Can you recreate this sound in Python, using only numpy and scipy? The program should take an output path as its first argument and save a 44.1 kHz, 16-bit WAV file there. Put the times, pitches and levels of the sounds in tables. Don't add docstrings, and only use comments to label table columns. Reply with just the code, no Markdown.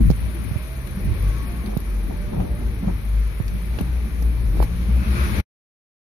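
import sys
import numpy as np
from scipy import signal
from scipy.fft import rfft, irfft, next_fast_len
from scipy.io import wavfile
from scipy.ndimage import uniform_filter1d, map_coordinates

SR = 44100
rng = np.random.default_rng(int(sys.argv[2]) if len(sys.argv) > 2 else 0)


def invert_db(level):
    return 10 ** (np.asarray(level, dtype=float) / 20)


def digitize_waveform(pressure):
    field = np.atleast_2d(pressure).T
    bounded = np.clip(field, -1, 1)
    quanta = np.round(bounded * 32767).astype(np.int16)
    wavfile.write(sys.argv[1], SR, quanta)


N = 265923
T = np.arange(N) / SR
BASS_LAG, ROAR_LAG, ECHO_LAG, BESIDE_LAG = 9, 8, 39, 17


def unit(x):
    return x / np.sqrt(np.mean(x ** 2))


def curve(points, **ends):
    return np.interp(T, *np.transpose(points), **ends)


def bump(s, half):
    return np.clip(1 - np.abs(T - s) / half, 0, 1)


def walk(rate):
    hold = int(SR / 64 / rate) + 1
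    held = np.repeat(rng.standard_normal(400), hold)[:N // 64 + 2]
    slewed = uniform_filter1d(uniform_filter1d(held, hold), hold)
    return 1.3 * np.interp(T, np.arange(len(held)) * 64 / SR, slewed)


def ring(x, hz, t60):
    pole = np.exp(2j * np.pi * hz / SR - np.log(1000) / (t60 * SR))
    return signal.lfilter([1], [1, -pole], x).imag


def shaped(x, shape, outside_db):
    size = next_fast_len(N, True)
    hz, db = np.transpose(shape)
    log_hz = np.log(np.maximum(np.arange(size // 2 + 1) * SR / size, 1))
    gain_db = np.interp(log_hz, np.log(hz), db, left=outside_db, right=outside_db)
    return irfft(rfft(x, size) * invert_db(gain_db), size)[:N]


def patchy(shape, patchy_db, rate):
    noise = shaped(rng.standard_normal(N), shape, outside_db=-120)
    f, t, tiles = signal.stft(noise, SR, nperseg=1024, noverlap=768)
    flicker = np.array([np.interp(t, T[::64], walk(rate)[::64]) for _ in range(20)])
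    band = np.clip(2 * np.log2(np.maximum(f, 1) / 30), 0, 19)
    grid = np.meshgrid(band, range(len(t)), indexing="ij")
    db = patchy_db * map_coordinates(flicker, grid, order=1)
    return unit(signal.istft(tiles * invert_db(db), SR, nperseg=1024, noverlap=768)[1][:N])


def apart(shape, patchy_db, rate):
    return np.array([patchy(shape, patchy_db, rate) for _ in range(2)])


def pan(db):
    return invert_db(np.array([db, -db]) / 2)


def ports(x, lag, pan_db):
    late = np.interp(T - lag / SR, T, x)
    return np.array([late * invert_db(pan_db / 2), x * invert_db(-pan_db / 2)])


def place(s, shapes):
    out = np.zeros((2, N + SR))
    for t, shape in zip(s, shapes):
        start = int(t * SR)
        out[:, start:start + shape.shape[-1]] += shape
    return out[:, :N]


def trackside_hum():
    hum = invert_db(-53 + 1.2 * walk(4)) * np.sin(2 * np.pi * 365 * T)
    return ports(hum, 0, 9.3)


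# start_s, length_s, level_db, port (0 left, 1 right)
GUSTS = [(-.1, 0.25, -7, 0), (0.16, 0.19, -19.5, 0), (0.333, 0.2, -16, 0), (-.1, 0.36, -20, 1),
         (0.478, 0.1, -22.5, 1), (0.977, 0.2, -21, 1), (3.422, 0.19, -25.5, 1), (4.091, 0.54, -32.5, 1),
         (5.1, 0.21, -30, 1), (5.301, 0.26, -32, 0), (3.337, 0.16, -42, 0)]


def wind():
    colour = [(25, -29.5), (50, -7.5), (90, 9.5), (160, -5.5), (300, -20.0), (600, -53.0), (1200, -45.0)]
    strength = np.zeros((2, N))
    for s, length, db, port in GUSTS:
        strength[round(port)] += invert_db(db) * np.sin(np.pi * np.clip((T - s) / length, 0, 1))
    return apart(colour, 7.0, 25) * strength


# start_s, level_db (peak), left_minus_right_db, pitch_hz, snap_db
SLAPS = [(.008, -12.5, -28, 128.4, -52.5), (0.1019, -2.5, -17, 170, -26.5), (0.113, -9.5, -24, 126, -21),
         (0.512, -14, -24, 121, -34), (0.5579, -10, -25, 105, -57), (1.7674, -8, -15.5, 160, -36),
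         (3.401, -9.5, -27, 122, -42), (3.7867, -21, -29, 420, -16), (3.7932, -31, -14, 503.9, 4),
         (3.8081, -13.5, 40, 200, -35), (3.8107, -13.5, -24, 149, -31), (4.6016, -11, -28, 380, -2.5),
         (4.6223, -30.5, -20.5, 300, 7.5), (4.6268, -30, -20, 300, 17), (5.182, -21.5, -22.5, 201, -14),
         (4.615, -27, -19, 300, 1), (4.553, -24.5, -22.5, 330, -13.5), (4.571, -23, -21, 332, -12),
         (4.6246, -27.5, -19, 500, -4), (4.223, -24.5, -26, 200, -16)]


def slaps():
    t = np.arange(SR // 10) / SR
    grit = rng.standard_normal((len(SLAPS), len(t)))
    shapes = []
    for (s, db, pan_db, hz, snap_db), noise in zip(SLAPS, grit):
        turns = hz * t + .36 * (1 - np.exp(-t / .0005)) - .2 * (1 - np.exp(-t / .0025))
        swell = (1 - np.exp(-t * hz / .5)) * np.exp(-t * hz / 0.47)
        push = -3.2 * np.sin(2 * np.pi * turns) * swell
        hollow = 0.62 * unit(ring(ring(noise, 650, 0.0049), 1000, .003))
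        knock = hollow + 1.5 * np.sin(2 * np.pi * 850 * t)
        snap = invert_db(snap_db) * knock * np.exp(-t / 0.0012) * (1 - np.exp(-t / 0.00042))
        far_port_db = np.minimum([[pan_db], [-pan_db]], 0)
        shapes.append(invert_db(db + 7.0 + far_port_db) * (push + snap))
    return place(np.array(SLAPS)[:, 0], shapes)


# start_s (peak), half_length_s,
# roar_db, hiss_db, rumble_db
SCUFFS = [
    (3.79, 0.098, 2.5, 2, 2.5),
    (4.23, .07, 1, 4, 0.5),
    (4.598, 0.073, 4.5, 4, 7.5),
    (4.635, .025, 3.5, 9, 3.5),
    (2.39, .08, -1, -0.7, 5),
    (2.88, .06, 2, -0.5, 1.5),
]


def scuff_db():
    return sum(np.outer(dbs, bump(s, half)) for s, half, *dbs in SCUFFS)


# start_s, level_db over usual
NEARNESS = [(0, 1), (.5, 1.5), (.87, 0), (1.3, 3.5), (1.8, -0.5), (2.8, -1), (3.6, 0), (4.3, -0.5),
            (4.75, 1), (5.02, 3.5), (5.2, 11.5), (5.32, 10.5), (5.4, 12.5)]


def near_db():
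    return curve(NEARNESS)


# pitch_hz, level_db per Hz
RUMBLE = [(18, -37), (30, 2.5), (43, -11), (59, -2.5), (86, -11), (146, -20.5), (178, -13), (257, -29),
          (297, -26.5), (649, -45.5), (900, -40.5), (1170, -63.5), (1980, -120)]
# start_s, level_db
JOLTING = [(0, 0.5), (.06, -23), (.19, -4.5), (.48, -3.5), (.75, -5), (1.1, 3), (1.7, -1.5), (2.2, 2),
           (2.9, 1.5), (3.1, -4), (3.6, -2.5), (3.8, -0.5), (4.36, 0), (5.2, 1.5), (5.4, 8)]


def body_rumble():
    shared = ports(patchy(RUMBLE, 2.7, 16), BASS_LAG, -0.53)
    rumble = shared + invert_db(-3.0) * apart(RUMBLE, 1.1, 30)
    return invert_db(-24 + curve(JOLTING) + scuff_db()[2]) * rumble


# pitch_hz, level_db per Hz
ROAR = [(350, -12), (600, -3.5), (764, -14), (1130, -6), (1230, -8), (1410, -8), (2380, -5), (2750, -13.5),
        (4240, -13), (4910, -18.5), (5930, -16.5), (6880, -18.5), (7400, -25), (9620, -61.5), (16300, -120)]


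def tyre_roar():
    scuff = scuff_db()
    alike = [(500, 4.0), (1800, -2.0), (3500, -9.0), (7500, -19.5)]
    near = shaped(patchy(ROAR, 1.5, 18), alike, outside_db=8.5)
    direct = invert_db(-1.0) * ports(near, ROAR_LAG, 0)
    left_echo = invert_db(-7.5) * ports(near, ECHO_LAG, 0) * [[1], [0]]
    roar = direct + left_echo + invert_db(1.5) * apart(ROAR, 0.94, 13)
    return invert_db(-46.5 + near_db() + scuff[0]) * pan(4 - 1.3 * scuff[1]) * roar


# pitch_hz, level_db per Hz
HISS = [(4470, -53), (7600, -30.5), (8010, -10), (9080, -14), (9540, -3.5), (10000, -3.5), (11500, -6),
        (14100, -8), (15100, -11.5), (16000, -20.5)]
# start_s, ticks_per_s
TICK_HZ = [(0, 21.4), (1.8, 21.2), (2.2, 22.6), (2.6, 25), (3.1, 27.5), (3.6, 25.5), (5.4, 25)]
# start_s, ratio
TICK_DEPTH = [(0, 0.28), (.7, 0.76), (1.9, 0.59), (3.2, 0.71), (4, 0.23), (5.4, 0.16)]
# start_s, left_minus_right_db
HISS_PAN_DB = [(0, 13.3), (1.0, 7.7), (2.5, 3.7), (4, 7.3), (5.4, 5.16)]


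def valve_hiss():
    scuff = scuff_db()
    turn = np.cumsum(curve(TICK_HZ)) / SR
    puff = np.exp(-((turn % 1 - .5) / 0.17) ** 2)
    puff = puff * invert_db(2.5 * rng.standard_normal(200))[turn.astype(int)]
    puff = puff * curve(TICK_DEPTH)
    steady = invert_db(-2.0) * patchy(HISS, 1.1, 18) + apart(HISS, 0.8, 17)
    hiss = steady * (1 + puff * np.array([[1], [.4]]))
    pan_db = curve(HISS_PAN_DB) - 1.3 * scuff[1]
    return invert_db(-53.5 + 0.83 * near_db() + scuff[1]) * pan(pan_db) * hiss


# start_s, level_db (peak), pitch_hz (ring), rattle_db
RAILS = [(0.346, -25, 332, -2), (0.967, -18, 189, -27), (1.638, -20.5, 206.5, -5), (1.675, -18, 204, -0.5),
         (1.718, -25, 196, 6), (2.094, -22.5, 212, 5), (2.284, -31, 220, 7), (2.317, -24, 205, 8),
         (2.341, -20.5, 213, -8), (2.355, -26.5, 243, 8.5), (2.394, -12.5, 184.3, -0.5),
         (2.371, -13.5, 129.5, -5), (2.407, -19.5, 110, -15), (2.439, -24.5, 213, 4), (2.598, -25, 228, -1),
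         (2.826, -16, 192, -2.5), (2.869, -7, 180, -7), (4.886, -17, 187.4, -7), (4.949, -25, 198.6, 0),
         (5.012, -23.5, 205, -9), (5.06, -19, 209, -4.5)]


def rails():
    t = np.arange(SR // 4) / SR
    grains = rng.standard_normal((len(RAILS), len(t))) ** 3
    rattle = signal.lfilter([1], [1, -.9], grains)
    fade = 10 ** (-3 * t / 0.13)
    shapes = []
    for (s, db, hz, rattle_db), noise in zip(RAILS, rattle):
        modes = np.sin(2 * np.pi * hz * t) + 0.24 * np.sin(2 * np.pi * .88 * hz * t)
        body = modes * (1 - np.exp(-t / 0.0035))
        panels = unit(ring(noise, 570.0, 0.007))
        shake = invert_db(rattle_db - 1.5) * panels * (1 - np.exp(-t / 0.01)) ** 2
        shapes.append(invert_db(db) * fade * np.array([body, shake]))
    bodies, shakes = place(np.array(RAILS)[:, 0], shapes)
    return ports(bodies, BASS_LAG, -0.62) + ports(shakes, ECHO_LAG, 0.1)


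# start_s, level_db (peak), left_minus_right_db, pitch_hz, edge_db (bright edge)
CLICKS = [(0.102, -26, -13.5, 4620, -1), (0.1114, -29, -7, 4900, -8), (1.7674, -42, -11, 4870, -8),
          (3.7869, -33, 0.5, 3590, -16), (3.7868, -26, -14.5, 1430, -14), (4.6268, -33, -15.5, 1396, -21),
          (0.1018, -35, -5, 1380, -17), (2.402, -24.5, 2, 1300, -20), (3.7934, -37, -8, 4394, 2),
          (0.872, -33.5, 16, 2454, 1), (1.225, -35, 2, 2232, 9), (1.6608, -29.5, -7, 4445, -14),
          (1.673, -36, 4, 3580, 2), (1.7724, -35, 13, 4020, 11), (1.8023, -38.5, 2, 4520, 12),
          (0.0707, -44, 6.5, 4000, 10), (0.4449, -44, 10.5, 4000, 10), (0.7312, -55, 11, 3900, 9),
          (3.48, -29.5, 1.5, 4600, -1), (3.7873, -23, 6, 2550, -17), (3.81, -33.5, 17, 3000, 4.5),
          (4.2242, -33.5, -3.5, 5930, 7.5), (4.6227, -27, 5, 2210, -16), (4.626, -33, 13.5, 4860, 2)]


def clicks():
    t = np.arange(SR // 10) / SR
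    grit = rng.standard_normal((len(CLICKS), 2, len(t)))
    bright = signal.butter(4, 9200, "high", fs=SR, output="sos")
    envelope = (1 - np.exp(-t / 0.00081)) * np.exp(-t / 0.0037)
    shapes = []
    for (s, db, pan_db, hz, edge_db), noise in zip(CLICKS, grit):
        dull = 0.85 * unit(ring(noise, hz, 0.001))
        ping = 1.5 * np.sin(2 * np.pi * hz * t) * np.exp(-t / 0.0012)
        edge = invert_db(edge_db + 5) * unit(signal.sosfilt(bright, noise)) * np.exp(-t / 0.00402)
        level = invert_db(db - 3.5 + np.array([[pan_db], [-pan_db]]) / 2)
        shapes.append(level * (dull + ping + edge) * envelope)
    return place(np.array(CLICKS)[:, 0], shapes)


# start_s, level_db
ARRIVAL = [(4.85, -67.5), (5.0, -45.5), (5.06, -41), (5.12, -43.5), (5.18, -35), (5.3, -41), (5.41, -49)]
# pitch_hz, level_db per Hz
ARRIVAL_COLOUR = [(250, -13), (350, -2.5), (450, -12.5), (800, -25), (1150, 9.5), (1500, 11.5),
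                  (1900, -11.5), (2600, 8.5), (2900, -15), (6500, -11)]


def arrival():
    shared = ports(patchy(ARRIVAL_COLOUR, 2.8, 30), BESIDE_LAG, 2.9)
    separate = invert_db(-4.0) * apart(ARRIVAL_COLOUR, 2.9, 30)
    return invert_db(curve(ARRIVAL, left=-120)) * (shared + separate)


# start_s, pitch_hz, level_db
WHINE = [(1.18, 1100, -62), (1.27, 1105, -45), (1.36, 1110, -41), (1.47, 1150, -45), (1.53, 1110, -52),
         (1.6, 1085, -49), (1.72, 1080, -60)]


def belt_whine():
    s, hz, db = np.transpose(WHINE)
    sway, breaks_db = 1 + .022 * walk(60), 1.5 * walk(30)
    phase = 2 * np.pi * np.cumsum(np.interp(T, s, hz) * sway) / SR
    level_db = np.interp(T, s, db, left=-120, right=-120) + breaks_db
    return ports(invert_db(level_db) * np.sin(phase), ROAR_LAG, 3.5)


# pitch_hz, half_width_hz, level_db
BOOMS = [(98.7, 5.6, 12), (192, 13, 14)]


def engine(table, wobble, rough_db, upper_db=(), dip_db=0):
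    s, hz, db = np.transpose(table)
    speed = np.interp(T, s, hz)
    note_db = np.interp(T, s, db)
    phase = 2 * np.pi * np.cumsum(speed * (1 + wobble * walk(14))) / SR
    already_on = (s[0] < .01) * (T < 1)
    gate = np.clip(np.minimum(T - s[0], s[-1] + .05 - T) / .05 + already_on, 0, 1)
    load_db = 0.42 * (note_db - np.max(db))
    dbs = [note_db - dip_db]
    for multiple, level_db in enumerate(upper_db, 2):
        boom_db = sum(gain / (1 + ((multiple * speed - centre) / width) ** 2) for centre, width, gain in BOOMS)
        dbs.append(level_db + load_db + boom_db)
    note = 0
    for k, multiple_db in enumerate(dbs):
        size = invert_db(multiple_db + (k + 2.0) * rough_db * walk(20))
        note = note + size * np.sin((k + 1) * (phase + k))
    return gate * np.sqrt(2) * note


# start_s, pitch_hz, level_db
DRONE = [(.1, 572, -67), (.3, 600, -55.5), (.47, 589.5, -52.5), (.6, 608, -54), (.77, 602, -53),
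         (.9, 625, -63), (1.1, 614, -54)]
# start_s, pitch_hz, level_db
GEARS = [
    [(.85, 511, -49), (1.05, 499, -62), (1.25, 504, -48), (1.4, 496, -58)],
    [(1.45, 703, -45), (1.55, 694, -52), (1.63, 686, -53)],
    [(2.05, 601, -53), (2.3, 605.5, -49), (2.45, 609, -51.5), (2.7, 584, -57)],
]
# start_s, pitch_hz, level_db
INTAKE = [(5.05, 356.7, -55), (5.15, 358.8, -39), (5.3, 350.2, -40.5), (5.4, 339, -43)]


def whirrs():
    fan = ports(engine(DRONE, wobble=0.044, rough_db=2.5), ROAR_LAG, 1.5)
    gears = sum(ports(engine(gear, wobble=.02, rough_db=2.0), ROAR_LAG, 1.5) for gear in GEARS)
    intake = ports(engine(INTAKE, wobble=0.02, rough_db=-0.5), BASS_LAG, -2)
    return fan + gears + intake


# start_s,
# pitch_hz, level_db
IDLER = [(0.0, 53.2, -5), (0.042, 50.9, -11.5), (0.136, 52.5, -26), (0.236, 57.14, -20.5),
         (0.45, 60.84, -28.5), (0.788, 49.3, -34), (1.05, 48, -25)]
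CREEPER = [(0.55, 68, -24), (0.63, 64.2, -37), (1.216, 66.9, -30), (1.45, 72, -53), (1.87, 71, -73),
           (2.17, 65.9, -29), (2.3, 69, -51)]
CREEPER_SECOND = [(.6, 126.7, -49), (.75, 129.7, -41), (1.1, 131.3, -38), (1.4, 137.8, -42.5), (1.65, 142, -49)]
STARTER = [(1.0, 43.15, -39), (1.13, 45.56, -28.5), (1.276, 50.5, -15.5), (1.36, 56.56, -19),
           (1.59, 60.8, -29.5), (1.62, 60, -25)]
IDLER_LATER = [(1.55, 47.8, -40), (1.6, 48.1, -30), (2.004, 48, -21), (2.076, 43.6, -30), (2.14, 44.6, -26),
               (2.262, 46.8, -24), (2.344, 48, -52), (2.4, 46.5, -18)]
LEADER = [(2.35, 53.5, -18), (2.67, 54.8, -20), (2.85, 49.3, -9.5), (3.2, 52.72, -16.5), (3.5, 49.93, -24),
          (3.87, 59.36, -21), (4.19, 56.45, -18.5), (4.9, 58.75, -16), (5.4, 60.65, -25.5)]
CREEPER_LATE_SECOND = [(2.5, 123.1, -26), (2.6, 125.9, -39), (3.236, 139.7, -43), (3.51, 126.5, -39.5),
                       (3.8, 129.6, -36.5), (3.9, 125.3, -31.5)]
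BRAKER = [(3.45, 176, -46), (3.7, 178.5, -39.5), (4.0, 176, -42), (4.3, 167, -37), (4.4, 167, -55)]
LEADER_SECOND = [(4.2, 113.1, -65), (4.4, 113.9, -34), (4.8, 116.4, -35), (5.1, 118.6, -32), (5.4, 115.4, -31)]
FOLLOWER = [(4.3, 36.63, -50), (4.47, 44.8, -19), (4.505, 48.7, -17), (4.55, 50.8, -20.5), (4.61, 52, -9),
            (4.655, 54.3, -21), (4.7, 57.5, -25.5), (5.0, 65.38, -19.5), (5.2, 69.83, -22),
            (5.33, 72.3, -30), (5.4, 78.7, -19)]
# start_s (deepest), drop_db, half_length_s
NOTE_DIPS = [(2.459, 26, 0.047), (2.57, 16, 0.054), (2.813, 23, 0.12), (3, 14.5, 0.16), (3.36, 7.5, 0.11),
             (3.785, 25, 0.017), (4.08, 15, 0.033), (4.757, 31, 0.046), (4.575, 33, 0.13)]


def engines():
    dips_db = sum(drop_db * bump(s, half) for s, drop_db, half in NOTE_DIPS)
    # (car, left minus right dB, 2nd and 3rd multiple dB)
    cars = [(IDLER, 1.5, ()), (IDLER_LATER, 1.5, ()), (CREEPER, .1, (-39,)), (CREEPER_SECOND, .1, ()),
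            (CREEPER_LATE_SECOND, .1, ()), (STARTER, 2.5, (-36, -48)), (LEADER, 3, (-45, -50)),
            (LEADER_SECOND, 1.5, ()), (BRAKER, 1.5, ()), (FOLLOWER, 3, (-37, -39))]
    out = np.zeros((2, N))
    for car, pan_db, upper_db in cars:
        dip_db = dips_db * (car is LEADER)
        note = engine(car, wobble=0.0051, rough_db=0.7, upper_db=upper_db, dip_db=dip_db)
        out += ports(note, BASS_LAG, pan_db)
    return out


# pitch_hz, left_minus_right_db
PORT_TILT = [(200, -2), (700, 0.5), (1300, -1), (2400, 5.5), (3300, 2.5), (4500, -2.5), (7000, -4),
             (10000, 4.5), (13000, -4.5), (15500, -5.5)]


def scene():
    road = body_rumble() + tyre_roar() + valve_hiss()
    traffic = [shaped(x, np.array(PORT_TILT) * [1, side], outside_db=-5.0) for x, side in zip(road, (.5, -.5))]
    background = trackside_hum() + wind() + slaps()
    return background + traffic + rails() + clicks() + arrival() + belt_whine() + whirrs() + engines()


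# pitch_hz, chance
DROPOUT = [(4800, 0), (5500, .06), (6300, .27), (7000, .6), (7600, .8), (8300, .65), (9000, .45),
           (9500, .03), (11500, .08), (12600, .17), (13800, .33), (14600, .5), (15200, .75), (15800, .9)]


def starved(x):
    f, t, tiles = signal.stft([x[0] + x[1], x[0] - x[1]], SR, nperseg=1024)
    luck = rng.random((len(f) // 8 + 1, len(t) // 3 + 1))
    luck = np.repeat(np.repeat(luck, 8, axis=0), 3, axis=1) / [[[1]], [[1.1]]]
    kept = luck[:, :len(f), :len(t)] > np.interp(f, *np.transpose(DROPOUT))[:, None]
    mid, side = signal.istft(tiles * kept, SR, nperseg=1024)[1][:, :N]
    return np.array([mid + side, mid - side]) / 2


def band_limit(x):
    return signal.sosfilt(signal.butter(12, 16480, fs=SR, output="sos"), x)


# start_s, level_db
CUT = [(0, -24), (.006, 0), (5.402, 0), (5.408, -8), (5.42, -34), (5.438, -44), (5.446, -70), (5.47, -110)]


def record(dry):
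    low_cut = signal.butter(6, 36, "high", fs=SR, output="sos")
    top_cut = signal.ellip(10, .3, 70, 15700, fs=SR, output="sos")
    dead_spot = signal.butter(1, [7300, 8200], "bandstop", fs=SR, output="sos")
    overloaded = np.tanh(0.82 * dry) / 0.94
    heard = starved(signal.sosfilt(np.vstack([low_cut, top_cut, dead_spot]), overloaded))
    return band_limit(heard * invert_db(curve(CUT, right=-200)))


dry = scene()
out = record(dry)
digitize_waveform(out)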